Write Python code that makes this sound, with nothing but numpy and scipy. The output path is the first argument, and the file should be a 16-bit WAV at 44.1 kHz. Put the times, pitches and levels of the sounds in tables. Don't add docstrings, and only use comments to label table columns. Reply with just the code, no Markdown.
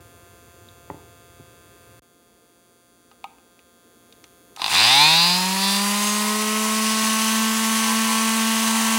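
import sys
import numpy as np
from scipy import signal
from scipy.fft import rfft, irfft
from scipy.io import wavfile
from scipy.ndimage import uniform_filter1d

SR = 44100
rng = np.random.default_rng(int(sys.argv[2]) if len(sys.argv) > 2 else 0)


def wav_out(sig):
    wavfile.write(sys.argv[1], SR, np.round(np.clip(np.atleast_2d(sig).T, -1, 1) * 32767).astype(np.int16))


N = 396018
T = np.arange(N) / SR


def undb(db):
    return 10 ** (np.asarray(db) / 20)


def unit(x):
    return x / np.sqrt(np.mean(x ** 2))


def bell(x, centre, half_width):
    return np.exp(-((x - centre) / half_width) ** 2)


def above(hz, edge_hz, power):
    return 1 - 1 / (1 + (hz / edge_hz) ** power)


def drift(rate_hz):
    knots = rng.standard_normal(2048)
    return unit(uniform_filter1d(np.interp(T * rate_hz, np.arange(len(knots)), knots), int(SR / rate_hz)))


def colour(x, points):
    hz, db = np.transpose(points)
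    size = 4096
    bins_hz = np.arange(size // 2 + 1) * SR / size
    cepstrum = irfft(np.log(undb(np.interp(np.log(bins_hz + 1), np.log(hz), db))))
    cepstrum[1:size // 2] *= 2
    cepstrum[size // 2 + 1:] = 0
    return signal.oaconvolve(x, irfft(np.exp(rfft(cepstrum))))[:len(x)]


def resonate(x, hz, width_hz):
    return signal.lfilter(*signal.iirpeak(hz, hz / width_hz, fs=SR), x)


def burst(t60_s):
    fade = undb(-60 * T[:SR // 8] / t60_s)
    x = rng.standard_normal(len(fade)) * fade
    for _ in range(4):
        spectrum = rfft(x)
        x = irfft(spectrum / np.abs(spectrum), len(fade)) * fade ** (1 / 8)
    return x


def ring(modes):
    t = T[:SR // 4]
    x = sum(undb(db - 60 * t / t60_s) * np.sin(2 * np.pi * hz * t) for hz, db, t60_s in modes)
    return x / np.abs(x).max()


def add(out, start_s, x, peak_db):
    i = int(start_s * SR)
    out[i:i + len(x)] += (x * undb(peak_db) / np.abs(x).max())[:N - i]


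def reverberate(x, t60_s, wet_db):
    t = T[:SR // 2]
    noise = colour(rng.standard_normal(len(t)), [(100, 0.5), (900, -2), (3000, -4), (12000, -7.5)])
    tail = noise * undb(-60 * t / t60_s) * (t > 0.004)
    return x + undb(wet_db) * signal.oaconvolve(x, tail / np.linalg.norm(tail))[:N]


def pulses(cycles):
    before = np.flatnonzero(np.diff(np.floor(cycles)) > 0)
    fraction = (np.floor(cycles[before + 1]) - cycles[before]) / (cycles[before + 1] - cycles[before])
    taps = before[:, None] + np.arange(-7, 9)
    lag = taps - (before + fraction)[:, None]
    shape = np.sinc(lag) * np.sinc(lag / 8)
    return np.bincount(np.clip(taps, 0, N - 1).ravel(), shape.ravel(), N)


# switching_multiple, relative_db
HUM_HARMONICS = [(1, -1), (2, -1), (3, -6.5), (4, -5), (5, -18), (6, -8.5), (7, -7.5), (8, -8.5), (9, -7.5),
                 (10, -13.5), (11, -20), (12, -15.5), (13, -16), (14, -21), (15, -13), (16, -17)]
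# centre_hz, width_hz, gain_db
CORE_MODES = [(3386, 115, 6), (3880, 180, -4), (4410, 99, 1), (4770, 130, 0), (5320, 170, -7),
              (5920, 200, -3), (6636, 180, 2.5), (6804, 210, -3), (7370, 240, 1), (7830, 130, -6),
              (8200, 210, -5.5), (8800, 200, -5), (9400, 150, 4.5), (9980, 210, 2.5), (10840, 280, -3),
              (10960, 160, -5), (13700, 370, 1.5), (14700, 160, -2), (16000, 360, 1)]
# frequency_hz, density_db
ROOM_SPECTRA = [
    [(25, 4), (50, -4), (75, 1), (115, 2.5), (180, -10), (400, -3.5), (700, -16), (2000, -24),
     (5000, -30.5), (15000, -38)],
    [(25, 2), (60, -1), (120, -6.5), (250, 2), (450, 1.5), (700, -11), (2000, -19.5), (5000, -25),
     (15000, -31)],
]
# start_s, end_s, switching_hz, hum_db, sizzle_db, room_db
SUPPLY_SPANS = [(0, 1.996, 173.8, -56.5, -57.5, -52), (2.02, 11, 174.4, -64, -62.5, -61)]
SANDER_SUPPLY_S, _, SANDER_SUPPLY_HZ = SUPPLY_SPANS[1][:3]


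def inverter():
    out = np.zeros(N)
    for span, room_spectrum in zip(SUPPLY_SPANS, ROOM_SPECTRA):
        start_s, end_s, switching_hz, hum_db, sizzle_db, room_db = span
        edges = switching_hz * T
        hum = sum(undb(db + 0.7 * drift(1.75)) * np.sin(2 * np.pi * (k * edges + rng.random()))
                  for k, db in HUM_HARMONICS[2:])
        kicks = pulses(edges) * (1 + 0.076 * np.cos(np.pi * edges))
        snaps = signal.oaconvolve(kicks, burst(t60_s=0.011))[:N]
        sizzle = sum((-1) ** k * undb(db + 0.87 * drift(1.4)) * resonate(snaps, hz, width_hz)
                     for k, (hz, width_hz, db) in enumerate(CORE_MODES))
        room_noise = unit(colour(rng.standard_normal(N), room_spectrum)) * undb(0.5 * drift(6))
        buzz = unit(hum) * undb(hum_db) + unit(sizzle) * undb(sizzle_db)
        out += (buzz + room_noise * undb(room_db)) * ((T >= start_s) & (T < end_s))
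    swell_db = np.interp(T, [0, 3.0, 4.4], [1.05, 0.58, 3.8])
    return out * undb(swell_db)


# centre_s, half_length_s, centre_hz, width_hz, level_db
GRINDER_SLIDE = (-0.2, -0.1, 2600, 1400, -57.5)


def scrape():
    centre_s, half_length_s, hz, width_hz, db = GRINDER_SLIDE
    band = resonate(resonate(rng.standard_normal(N), hz, width_hz), hz, 2 * width_hz)
    return unit(band * undb(3 * drift(100))) * undb(db) * bell(T, centre_s, half_length_s)


# pitch_hz, relative_db, t60_s
BENCH_MODES = [(108, -9, 0.098), (165, -2, 0.059), (320, -1.5, 0.04), (421, 1, 0.072), (554, 1.5, 0.047),
               (875, 11, 0.021), (980, 1, 0.023), (1270, -19, .03), (1860, -1.5, 0.016), (2280, -23, 0.017)]
# start_s, peak_db, low_hz, high_hz
BENCH_BUMPS = [(0.9012, -18.5, 200, 2600), (.911, -25, 80, 500), (0.944, -30, 80, 450),
               (1.398, -36, 90, 350), (1.406, -37.5, 90, 282), (7.029, -29, 170.4, 266.5)]


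def bench_bumps():
    out = np.zeros(N)
    for start_s, db, low_hz, high_hz in BENCH_BUMPS:
        contact_band = signal.butter(2, [low_hz, high_hz], "band", fs=SR)
        add(out, start_s, signal.lfilter(*contact_band, ring(BENCH_MODES)), db)
    return reverberate(out, t60_s=0.43, wet_db=-13.5)


# pitch_hz, relative_db, t60_s
CASING_MODES = [(803, 5.5, 0.09), (910, 3, .035), (1030, 7, 0.017), (1242, 2, 0.084), (1950, -5, .03),
                (2300, 2, 0.013), (2520, 4.5, 0.02), (2830, -7, 0.053), (3620, 4, 0.02), (3860, -2, 0.016),
                (4420, -13.5, 0.052), (6030, 3, .025), (7500, 6, .02), (8480, 8, 0.017)]
# start_s, level_db, centre_hz, width_hz
PLASTIC_CLICKS = [(0.687, -38.5, 3700, 650), (3.114, -38.5, 1700, 2000), (3.2413, -22.5, 2500, 1610),
                  (3.2423, -21.5, 890, 497), (3.384, -45, 1100, 1800), (3.592, -38, 2620, 2000),
                  (4.1252, -36.5, 3880, 2400), (4.241, -33, 3240, 4000), (4.563, -27.5, 3500, 6000),
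                  (4.573, -27.5, 1200, 1500), (4.596, -23, 990, 1000)]


def plastic_clicks():
    out = np.zeros(N)
    for start_s, db, hz, width_hz in PLASTIC_CLICKS:
        click = ring(CASING_MODES)
        add(click, 0, burst(t60_s=0.02), peak_db=-0.5)
        add(out, start_s, resonate(resonate(click, hz, width_hz), hz, 1.7 * width_hz), db)
        add(out, start_s, burst(t60_s=0.007), db - 14)
    radiated = signal.lfilter(*signal.butter(3, 680, "high", fs=SR), out)
    return reverberate(radiated, t60_s=0.53, wet_db=-15.5)


SWITCH_ON_S, SHAFT_FREE_S = 4.565, 4.6052
TOP_SPEED_HZ, SURGE_S, CREEP_S, SURGE_SHARE = 223.7, 0.1652, 0.7358, 0.4797


def shaft_speed():
    t = np.maximum(T - SHAFT_FREE_S, 0)
    shortfall = SURGE_SHARE * np.exp(-t / SURGE_S) + (1 - SURGE_SHARE) * np.exp(-t / CREEP_S)
    return TOP_SPEED_HZ * np.maximum(1 - shortfall, 0)


# frequency_hz, density_db
RUSH_PAD_DOWN = [(60, -69), (150, -12), (450, -11), (700, -6), (950, 4.5), (1500, -3), (2600, 2),
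                 (3300, -1), (5000, -0.5), (5500, -0.5), (6500, -1.5), (7300, -0.5), (10500, -2),
                 (11800, -8.5), (15800, -9.5)]
RUSH_PAD_UP = [(60, -55), (150, -11.5), (650, -8.5), (950, -2.5), (1550, -2.5), (2800, 5.5), (4200, -1.5),
               (5500, -1), (6100, 5), (7000, 0.5), (10400, -0.5), (11500, -7), (15800, -7)]
# centre_hz, width_hz, gain_db
VENT_MODES = [(1896, 53, -2), (3790, 79, -8), (6050, 120, -13.5), (8500, 370, -15), (10600, 360, -35.5)]
# centre_s, half_length_s, centre_hz, width_hz, gain_db
AIR_WHISTLES = [(6.106, .09, 6500, 171, 7.5), (6.927, 0.1, 5100, 800, -4), (8.811, 0.26, 890, 300, 1.5)]
AIR_DB, AIR_ATTACK_DB, AIR_ATTACK_S, AIR_TILT_DB = -24.5, 28, 0.16, 2.5


def fan_air(turns, tilt):
    down = unit(colour(rng.standard_normal(N), RUSH_PAD_DOWN)) * undb(-0.5)
    up = unit(colour(rng.standard_normal(N), RUSH_PAD_UP))
    rush = np.sqrt(1 - tilt) * down + np.sqrt(tilt) * up
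    vents = sum(undb(db) * resonate(rush, hz, width_hz) for hz, width_hz, db in VENT_MODES)
    whistles = sum(undb(db) * bell(T, centre_s, half_length_s) * resonate(rush, hz, width_hz)
                   for centre_s, half_length_s, hz, width_hz, db in AIR_WHISTLES)
    shading = sum(0.15 * drift(4) * resonate(rush, hz, hz / 10) for hz in np.geomspace(1800, 12000, 12))
    pulsing = (1 + 0.08 * np.cos(2 * np.pi * turns)) * undb(0.65 * drift(120) + 0.3 * drift(8.4))
    attack = np.clip((T - SWITCH_ON_S) / AIR_ATTACK_S, 0, 1)
    level_db = AIR_DB - AIR_ATTACK_DB * (1 - attack) + AIR_TILT_DB * tilt
    return unit((rush + shading + vents + whistles) * pulsing) * undb(level_db) * (T > SWITCH_ON_S)


# level_db, onset_speed_hz, settling_speed_hz
BODY_RATTLE = (-19, 74, 174)
FAN_RATTLE = (-18.5, 84, 177)
# speed_hz, half_width_hz, body_db, fan_db
CRITICAL_SPEEDS = [(196.3, 5, -42, -27), (206.6, 7.5, -35, -37.5)]
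ONSET_POWER, SETTLING_POWER, STRAIN_DB = 8.5, 24, -18.5


def strike_gains(speed_hz):
    body, fan = (undb(db) * (undb(STRAIN_DB) + above(speed_hz, onset_hz, ONSET_POWER))
                 * (1 - above(speed_hz, settling_hz, SETTLING_POWER))
                 for db, onset_hz, settling_hz in (BODY_RATTLE, FAN_RATTLE))
    for centre_hz, half_width_hz, body_db, fan_db in CRITICAL_SPEEDS:
        nearness = bell(speed_hz, centre_hz, half_width_hz)
        body += nearness * undb(body_db)
        fan += nearness * undb(fan_db)
    powered = np.clip((T - SWITCH_ON_S) / (SHAFT_FREE_S - SWITCH_ON_S), 0, 1) ** 2
    return body * powered, fan * powered


def impact_cluster(turns, spread_turns):
    size = 180
    orders = rfft(rng.standard_normal(size) * np.exp(-np.arange(size) / size / spread_turns))
    one_turn = irfft(orders / np.sqrt(np.abs(orders)), 4096)
    return unit(np.interp(turns % 1, np.linspace(0, 1, len(one_turn)), one_turn))


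# frequency_hz, gain_db
BODY_RESPONSE = [(250, -11), (600, -15.5), (730, 2.5), (980, 5.5), (1350, -5.5), (1750, -2.5), (2000, -1.5),
                 (2200, -2), (2450, 3.5), (2750, 4.5), (3100, -9), (5000, -25), (15000, -63)]
FAN_RESPONSE = [(500, -38), (2400, -10), (3280, -4.5), (3560, 5), (3950, 2.5), (4180, 5), (4430, -8.5),
                (4650, 3.5), (5000, 1), (5450, -11.5), (6100, -10), (6800, -26), (8400, -17), (15000, -26)]
# start_s, relative_db
FIRST_KNOCKS = [(4.6177, -10), (4.6425, -8), (4.6622, -9), (4.6799, -12)]


def rattle(turns, speed_hz, body_gain, fan_gain):
    loose = 1 - above(speed_hz, edge_hz=76, power=6.6)

    def strikes(offset_turns, wander_turns, spread_turns, response):
        stumble = (wander_turns + 0.0235 * loose) * drift(14)
        jitter = (0.42 * wander_turns + 0.02 * loose) * drift(120)
        angle = turns - offset_turns + stumble + jitter
        hits = impact_cluster(angle, spread_turns) * undb(0.88 * drift(100))
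        friction = unit(rng.standard_normal(N) * np.exp(-(angle % 1) / 1.1))
        force = hits * (1 - 0.36 * loose) + friction * (undb(-22.5) + 1.1 * loose)
        return unit(colour(force, response))

    body = strikes(offset_turns=0, wander_turns=0.002, spread_turns=0.26, response=BODY_RESPONSE)
    fan = strikes(offset_turns=0.5, wander_turns=0.0042, spread_turns=0.5, response=FAN_RESPONSE)
    out = body * body_gain + fan * fan_gain
    for start_s, db in FIRST_KNOCKS:
        blow = burst(t60_s=0.014)
        add(out, start_s, colour(blow, FAN_RESPONSE) + 0.85 * colour(blow, BODY_RESPONSE), db + 2)
    return reverberate(out, t60_s=0.14, wet_db=-14)


# shaft_multiple, pad_down_db, pad_up_db
HOUSING_HARMONICS = [(3, -39.5, -43), (4, -35.5, -37), (5, -30, -30.5), (6, -36.5, -41.5),
                     (7, -43.5, -33.5), (8, -50, -36), (9, -38.5, -44), (10, -41.5, -55), (12, -45.5, -40),
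                     (13, -41, -40), (14, -43, -41), (15, -44.5, -43.5)]
# shaft_multiple, pad_up_db
WHINE_HARMONICS = [(18, -43), (20, -39.5), (21, -56), (23, -42), (36, -43), (49, -54)]
# shaft_multiple, gain_db
ROLL_GAINS = [(1, -2.5), (2, 8.5), (4, -14), (6, 4.5)]
ROLL_CENTRE_S, ROLL_HALF_S = 6.48, 0.35
SWING_DB, SWING_POWER, FLUTTER_DB, FLUTTER_POWER = -24, 2.25, -42.5, 0.83


def motor_tones(turns, speed_hz, tilt):
    speed = speed_hz / TOP_SPEED_HZ
    roll = bell(T, ROLL_CENTRE_S, ROLL_HALF_S)

    def tone(multiple, flicker_db):
        sine = np.sqrt(2) * np.sin(2 * np.pi * (multiple * turns + rng.random()))
        return sine * undb(flicker_db * drift(12) + dict(ROLL_GAINS).get(multiple, 0) * roll)

    swing = tone(1, flicker_db=0.63) * undb(SWING_DB) * speed ** SWING_POWER
    flutter = tone(2, flicker_db=1) * undb(FLUTTER_DB) * speed ** FLUTTER_POWER
    housing = sum(tone(k, flicker_db=1.03) * undb(down + (up - down) * tilt + 0.83 * drift(2.96))
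                  for k, down, up in HOUSING_HARMONICS)
    housing -= 0.92 * resonate(housing, 430, 180)
    whine = sum(tone(k, flicker_db=1.5) * undb(db + 4.1 * (tilt - 1)) for k, db in WHINE_HARMONICS)
    supply_phase = 2 * np.pi * SANDER_SUPPLY_HZ * T
    ripple = np.cos(supply_phase) + np.cos(2 * supply_phase)
    throb = resonate((tone(3, flicker_db=6) + tone(4, flicker_db=1)) * ripple, 1110, 164)
    upper = (housing + whine + throb * undb(-35)) * speed ** 1.9
    return (swing + flutter + upper) * above(speed_hz, edge_hz=62, power=8.7)


# shaft_multiple, relative_db
VANE_HARMONICS = [(6, -5.5), (16, -13.5), (23, -5), (25, -10), (26, -9.5), (28, -4), (30, -12)]


def vanes(turns, speed_hz, fan_gain):
    tones = sum(undb(db + 2 * drift(17)) * np.sin(2 * np.pi * (k * turns + rng.random()))
                for k, db in VANE_HARMONICS)
    response = [(600, -10), (900, 2.5), (1300, -7.5), (2500, 6),
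                (3100, -15), (3600, 1), (4700, 1.5), (5400, -13)]
    return colour(tones, response) * fan_gain * above(speed_hz, edge_hz=128, power=12)


# time_s, tilt_share
PAD_TILT = [(6.7, 0.15), (7.0, 0.45), (7.3, 0.65)]


def sander():
    speed_hz = shaft_speed()
    tilt = np.interp(T, *np.transpose(PAD_TILT))
    turns = np.cumsum(speed_hz * (1 + 0.0006 * drift(20))) / SR
    body_gain, fan_gain = strike_gains(speed_hz)
    return (fan_air(turns, tilt) + rattle(turns, speed_hz, body_gain, fan_gain)
            + motor_tones(turns, speed_hz, tilt) + vanes(turns, speed_hz, fan_gain))


def scene():
    return np.tile(inverter() + scrape() + bench_bumps() + plastic_clicks() + mains() + sander(), (2, 1))


# pitch_hz, level_db
MAINS_HARMONICS = [(120, -75.5), (240, -70)]


def mains():
    hum = sum(undb(db + 0.7 * drift(3)) * np.sqrt(2) * np.sin(2 * np.pi * hz * T)
              for hz, db in MAINS_HARMONICS)
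    return hum * (T > SANDER_SUPPLY_S)


LOW_CUT_HZ, HIGH_CUT_HZ = 54, 15800


def record(dry):
    thinned = signal.sosfilt(signal.butter(4, LOW_CUT_HZ, "high", fs=SR, output="sos"), dry)
    rounded = np.tanh(0.79 * thinned) / 0.81
    return signal.sosfilt(signal.ellip(10, 0.2, 80, HIGH_CUT_HZ, fs=SR, output="sos"), rounded)


dry = scene()
out = record(dry)
wav_out(out)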